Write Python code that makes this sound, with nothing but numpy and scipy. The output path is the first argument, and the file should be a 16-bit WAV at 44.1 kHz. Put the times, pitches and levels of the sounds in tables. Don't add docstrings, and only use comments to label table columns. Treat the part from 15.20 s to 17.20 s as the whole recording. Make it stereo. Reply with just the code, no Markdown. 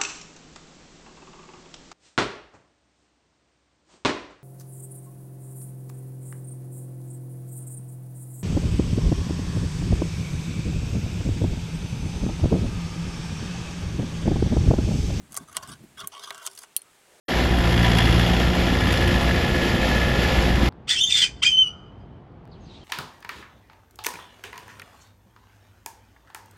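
import sys
import numpy as np
from scipy import signal
from scipy.fft import rfft, irfft, next_fast_len
from scipy.io import wavfile
from scipy.ndimage import map_coordinates

SR = 44100
rng = np.random.default_rng(int(sys.argv[2]) if len(sys.argv) > 2 else 0)


def dump(signal):
    limited = np.clip(np.atleast_2d(signal).T, -1, 1)
    pcm = np.round(limited * 32767).astype(np.int16)
    wavfile.write(sys.argv[1], SR, pcm)


N = 88200
T = np.arange(N) / SR
RING_T = T[:SR // 7]

# (frequency [Hz], relative level [dB], t60 [s])
BODY_MODES = [(402, -16.5, 0.35), (657, -4.5, 0.16), (726, -14.5, 0.22), (947, -1.5, 0.056),
              (1112.6, 0.5, 0.088), (1214, 0.5, 0.048), (1233, -9.5, 0.015), (1462, -15, 0.056),
              (1515, -8, 0.15), (1580, -11, 0.18), (1950, -3, 0.031), (2182, -8, 0.072)]
# (frequency [Hz], relative level [dB], t60 [s])
RASP_MODES = [(2844, 3, 0.06), (2860, -4, 0.034), (3191, 5, 0.054), (3460, 8, 0.031), (3504, 6, 0.013),
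              (3800, -5.5, 0.029), (3990, -6, 0.054), (4500, -3, 0.062), (4820, 2, 0.019),
              (5410, -1, 0.019), (5850, -6, 0.019), (6077, 9.5, 0.015), (6770, -0.5, 0.039)]
# (frequency [Hz], relative level [dB], t60 [s])
HOOK_MODES = [(6290, -4.5, 0.017), (7220, -11, 0.032), (8000, -2, 0.0087), (8570, -6, 0.016),
              (8970, 1, 0.011), (10500, -22, 0.02), (13100, -10, 0.021)]
# (frequency [Hz], gain [dB])
BODY_TONE = [(60, -48), (250, -37.5), (430, -10), (690, 1.5), (1100, 3), (1550, 3), (1780, -7), (2200, -4),
             (4500, -60)]
# (frequency [Hz], gain [dB])
RASP_TONE = [(1000, -48), (2200, -8), (3000, 2.5), (4000, -2), (6200, 2.5), (7500, -22), (12000, -52)]

CABLE_PAN_DB, HOOK_PAN_DB, GATE_PAN_DB = -1.1, 0.5, 1
ATTACK_S = .0002


def scraping():
    # (start [s], length [s], cable body level [dB], cable rasp level [dB], hook hiss level [dB]),
    # cable levels before its filters
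    strokes = [(0.109, 0.041, -57.5, -61, -54), (0.166, 0.0072, -40.5, -48, -34),
               (0.196, 0.04, -53, -61.5, -59.5), (0.279, 0.018, -49, -62, -54.5),
               (0.315, 0.015, -47.5, -55.5, -50.5), (0.346, 0.017, -42, -44.5, -49),
               (0.373, 0.044, -45.5, -58.5, -63), (0.426, 0.0081, -39, -40.5, -42.5),
               (0.442, 0.038, -53, -59, -64), (0.483, 0.018, -45, -44.5, -43.5),
               (0.514, 0.022, -46.5, -46, -47.5), (0.537, 0.023, -56.5, -62, -63),
               (0.774, 0.0086, -42.5, -43.5, -48.5), (0.792, 0.0094, -39.5, -38.5, -45),
               (0.806, 0.015, -41, -42.5, -53), (0.833, 0.015, -42, -48.5, -58),
               (0.919, 0.025, -46.5, -49, -59.5), (0.952, 0.027, -43.5, -47.5, -57),
               (0.992, 0.029, -47.5, -49.5, -58), (1.027, 0.029, -44.5, -39.5, -50.5),
               (1.065, 0.039, -42, -46, -52), (1.12, 0.1, -47.5, -53, -58.5),
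               (1.22, 0.023, -46, -52, -48.5), (1.25, 0.027, -42, -45.5, -43),
               (1.295, 0.04, -60, -62.5, -53.5), (1.349, 0.023, -72, -61, -53.5),
               (1.376, 0.017, -55, -58.5, -48), (1.401, 0.04, -69, -55.5, -52.5),
               (1.42, 0.024, -52.5, -54, -58)]
    # (time [s], body centre [Hz], rasp centre [Hz])
    spots = [(.19, 835, 4500), (.34, 1390, 3080), (.38, 744, 3400), (.43, 1270, 4260), (.8, 1530, 3560),
             (.95, 900, 4080), (1.03, 1260, 4430), (1.2, 990, 2830), (1.38, 1860, 5430)]
    # (frequency [Hz], gain [dB])
    hiss_tone = [(2500, -27.5), (5000, -3.5), (7000, -2), (8800, -5), (10500, 2.5), (12500, -13),
                 (16000, -14.5)]
    # (frequency [Hz], gain [dB])
    scrape_tone = [(420, 5.5), (780, -2), (1250, 2)]
    attack_s, release_s = 0.0026, 0.0039
    slips_per_s, snags_per_s, snag_db = 5000, 350, -2
    grip = amp(2.5 * wobble(260))
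    detune = .015
    mode_spread_db = 2.6
    spot_octaves, spot_skirt_db = .33, -1

    slips = unit(slipping(slips_per_s) * grip)
    snags = unit(slips + amp(snag_db) * slipping(snags_per_s) * grip ** 2)
    cable, hook = np.zeros((2, N))
    spot_s, *centres = np.transpose(spots)
    # track, drive, modes, colour, dense burst against the ring [dB]
    parts = [(cable, slips, BODY_MODES, BODY_TONE, -1),
             (cable, snags, RASP_MODES, RASP_TONE, -4),
             (hook, snags, HOOK_MODES, hiss_tone, 2)]
    for s, length, *levels in strokes:
        near = (T > s - .03) & (T < s + length + .05)
        t = T[near]
        rise = np.minimum(t - s, 0) / attack_s
        fall = np.maximum(t - s - length, 0) / release_s
        shape = np.exp(rise - fall)
        for db, centre, part in zip(levels, centres + [None], parts):
            track, drive, modes, colour, dense_db = part
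            shifted = np.array(modes) * [1 + detune * rng.standard_normal(), 1, 1]
            answer = ring(shifted, mode_spread_db) + amp(dense_db) * crack(colour, t60=0.0053)
            if centre is not None:
                spot_hz = np.interp(s + length / 2, spot_s, centre)
                answer = coloured(answer, hump(spot_hz, spot_octaves, spot_skirt_db))
            answer = answer / np.linalg.norm(answer)
            add(track, t[0], amp(db) * signal.fftconvolve(drive[near] * shape, answer))
    return placed(thin(coloured(cable, scrape_tone)), CABLE_PAN_DB) + placed(hook, HOOK_PAN_DB)


def slipping(rate):
    happens = rng.random(N) < rate / SR
    direction = rng.choice([-1, 1], N)
    size = amp(2.5 * rng.standard_normal(N))
    return unit(happens * direction * size)


def contacts():
    # (time [s], cable body level [dB], cable rasp level [dB], hook tick level [dB],
    # tick centre [Hz]), cable levels before its filter
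    strikes = [(0.1214, -74, -56, -47, 8400), (0.1281, -51, -55, -48, 8850), (0.1436, -44, -53, -42, 9000),
               (.152, -49, -45.5, -46, 6750), (0.1658, -58, -47, -36.5, 7940), (.173, -33, -54, -36, 9000),
               (0.1742, -46, -48, -32, 8100), (0.3678, -29.5, -28, -26.5, 8600),
               (0.3693, -44, -33, -48, 2600), (0.475, -49.5, -51, -50.5, 9200),
               (0.8731, -49, -50, -30.5, 10700), (1.1054, -34.5, -59, -36.5, 2930),
               (1.107, -42.5, -43, -42.5, 2270), (1.1458, -47.5, -48.5, -48.5, 7800),
               (1.1792, -51, -51, -49, 7800), (1.264, -63, -37, -35, 8700), (1.2661, -43, -42.5, -32, 7640),
               (1.2733, -47, -33, -37, 8050), (1.351, -65, -75, -54, 8600), (1.376, -71, -43.5, -61, 5500),
               (1.436, -46, -74, -52.5, 2270)]
    knock_t60_s, crack_t60_s = 0.036, .0035
    knock_ring_db, clack_ring_db, tick_ring_db = -2, -7, -9
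    tick_octaves, tick_skirt_db = 0.36, -27

    def contact_t60(db):
        return crack_t60_s * amp(0.4 * (-28 - db))

    cable, hook = np.zeros((2, N))
    for s, body_db, rasp_db, tick_db, centre_hz in strikes:
        knock = crack(BODY_TONE, knock_t60_s) + amp(knock_ring_db) * ring(BODY_MODES)
        add(cable, s, amp(body_db) * blow(knock))
        clack = crack(RASP_TONE, contact_t60(rasp_db)) + amp(clack_ring_db) * ring(RASP_MODES)
        add(cable, s, amp(rasp_db) * blow(clack))
        tick = crack(hump(centre_hz, tick_octaves, tick_skirt_db), contact_t60(tick_db))
        tick = tick + amp(tick_ring_db) * ring(HOOK_MODES)
        add(hook, s, amp(tick_db) * blow(tick))
    return placed(thin(cable), CABLE_PAN_DB) + placed(hook, HOOK_PAN_DB)


def thin(x):
    return coloured(x, [(100, -41.0), (250, 4), (390, -3)])


def gate():
    # (frequency [Hz], relative level [dB], t60 [s])
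    gate_modes = [(2750, -16, .008), (3170, -14, .008), (4264, -36, .15), (4570, -28, .05),
                  (5930, -9, .012), (6170, -14, .012), (8640, -11, .016), (9227, -13, .022),
                  (9590, -1, .014), (9600, -29, .06), (11190, -6, .011), (12170, -2, .007),
                  (12480, -16, .034)]
    # (frequency [Hz], gain [dB])
    gate_tone = [(700, -20), (1500, -30), (2600, -5), (5000, -11), (8500, 2), (13000, 5), (15500, -3)]
    # (time [s], level [dB])
    settles = [(1.5742, -40), (1.5915, -52), (1.6183, -45.5)]
    # (frequency [Hz], gain [dB])
    settle_tone = [(3200, -4.5), (5000, -23), (7500, -9), (9600, -2.5), (12200, -16)]
    snap_s, ring_db, crack_db, rattle_db = 1.5647, -21.3, -22.8, -43
    crack_t60_s, rattle_t60_s = .003, .04
    extra_t60_s = 0.2

    track = np.zeros(N)
    snap = amp(ring_db) * ring(gate_modes) + amp(crack_db) * crack(gate_tone, crack_t60_s)
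    add(track, snap_s, snap + amp(rattle_db) * crack(gate_tone, rattle_t60_s))
    for s, db in settles:
        ping = coloured(ring(gate_modes) * fade(extra_t60_s), settle_tone)
        add(track, s, amp(db) * blow(ping))
    return placed(track, GATE_PAN_DB)


def bumps():
    # (time [s], level [dB], half length [s], pitch [Hz])
    swells = [(0.122, -53, 0.0082, 195), (0.218, -45, 0.012, 157), (0.495, -44.5, 0.0049, 135),
              (0.607, -55, 0.011, 244), (0.641, -43.5, 0.011, 175), (1.658, -66, 0.012, 123)]
    # (multiple of the pitch [ratio], gain [dB])
    bump_tone = [(.15, -30), (.6, -6), (1, -1), (1.6, -8), (3, -22.5), (8, -42)]
    out = np.zeros((2, N))
    for s, db, half_s, hz in swells:
        swell = np.exp(-.5 * ((T - s) / half_s) ** 2)
        out += amp(db) * swell * air(np.array(bump_tone) * [hz, 1], side_db=-8.5)
    return out


def handling():
    # (time [s], level [dB])
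    course = [(0, -53), (.2, -56), (.29, -62), (.42, -63.5), (.48, -48.5), (.66, -58.5), (.74, -62),
              (.78, -67), (.85, -56), (.95, -73), (1.45, -75.5), (2, -77.5)]
    # (frequency [Hz], gain [dB])
    rumble_tone = [(20, -15), (50, -8.5), (82, 1.5), (160, 0), (260, -3), (400, -14), (800, -40.5),
                   (2000, -46)]
    level_db = np.interp(T, *np.transpose(course)) + 4.1 * wobble(35.87)
    return amp(level_db) * air(rumble_tone, side_db=-10.0)


def rush():
    # (time [s], level [dB])
    course = [(1.7, -72), (1.85, -67.5), (1.93, -59), (2, -59)]
    # (frequency [Hz], gain [dB])
    rush_tone = [(150, -32.5), (380, -3), (650, -7), (1100, -14), (3000, -23.5), (9000, -20), (16000, -50)]
    return amp(np.interp(T, *np.transpose(course))) * air(rush_tone, side_db=-20)


def whistle():
    start_s, length_s, base_hz, arch_hz, peak_db = 1.63, 0.096, 1160, 129, -64.5
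    arch = np.sin(np.pi * np.clip((T - start_s) / length_s, 0, 1))
    hz = base_hz + arch_hz * arch + 25 * wobble(180)
    return amp(peak_db) * arch * np.sin(2 * np.pi * np.cumsum(hz) / SR)


def hush():
    # (frequency [Hz], gain [dB])
    hush_tone = [(90, -11), (400, -0.5), (1000, -0.5), (3000, -4), (5500, -9.5), (8200, -5.5),
                 (11000, -11.5), (15500, -18.5)]
    return amp(-59) * air(hush_tone, side_db=-5.5)


def ring(modes, scatter_db=2):
    x = np.zeros(len(RING_T))
    for hz, db, t60 in modes:
        scatter, sign = rng.standard_normal(2)
        level = amp(db + scatter_db * scatter) * np.sign(sign)
        x += level * fade(t60) * np.cos(2 * np.pi * hz * RING_T)
    return blow(x * onset())


def crack(colour, t60):
    tail = amp(-18) * fade(0.041)
    shape = (fade(t60) + tail) * onset()
    return blow(coloured(rng.standard_normal(len(RING_T)) * shape, colour))


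def onset():
    return -np.expm1(-RING_T / ATTACK_S)


def fade(t60):
    return np.exp(-np.log(1000) * RING_T / t60)


def hump(centre_hz, octaves, skirt_db):
    hz = np.geomspace(100, SR / 2, num=80)
    bell = np.exp(-.5 * (np.log2(hz / centre_hz) / octaves) ** 2)
    return np.c_[hz, 20 * np.log10(bell + amp(skirt_db))]


def coloured(x, colour):
    m = 2 * next_fast_len(x.shape[-1])
    f, db = np.transpose(colour)
    bins_hz = np.fft.rfftfreq(m, 1 / SR)
    gain = amp(np.interp(np.log(bins_hz + 1), np.log(f), db))
    cep = irfft(np.log(gain))
    cep[1:m // 2] *= 2
    cep[m // 2 + 1:] = 0
    return irfft(rfft(x, m) * np.exp(rfft(cep, m)), m)[..., :x.shape[-1]]


def placed(x, pan_db):
    side = signal.fftconvolve(x, rng.standard_normal(len(RING_T)) * fade(0.022))[:N]
    side = unit(side) * x.std() * amp(-19.5)
    return np.array([x * amp(pan_db / 2) + side, x * amp(-pan_db / 2) - side])


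def air(colour, side_db):
    mid, side = coloured(rng.standard_normal((2, N)), colour)
    side = amp(side_db) * side
    return unit(np.array([mid + side, mid - side]))


def wobble(rate):
    return map_coordinates(rng.standard_normal(2048), [T * rate], mode="wrap")


def amp(db):
    return 10 ** (np.asarray(db) / 20)


def unit(x):
    return x / np.sqrt(np.mean(x ** 2) + 1e-20)


def blow(x):
    return x * np.sqrt(.01 * SR / np.sum(x ** 2))


def add(track, s, x):
    part = track[max(round(s * SR), 0):][:len(x)]
    part += x[:len(part)]


def scene():
    carabiner = scraping() + contacts() + gate()
    return carabiner + bumps() + handling() + rush() + whistle() + hush()


def record(dry):
    top_hz = 16100
    m = next_fast_len(N + SR // 2)
    gain = 1 / (1 + (np.fft.rfftfreq(m, 1 / SR) / top_hz) ** 120)
    return irfft(rfft(dry, m) * gain, m)[:, :N]


dry = scene()
out = record(dry)
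dump(out)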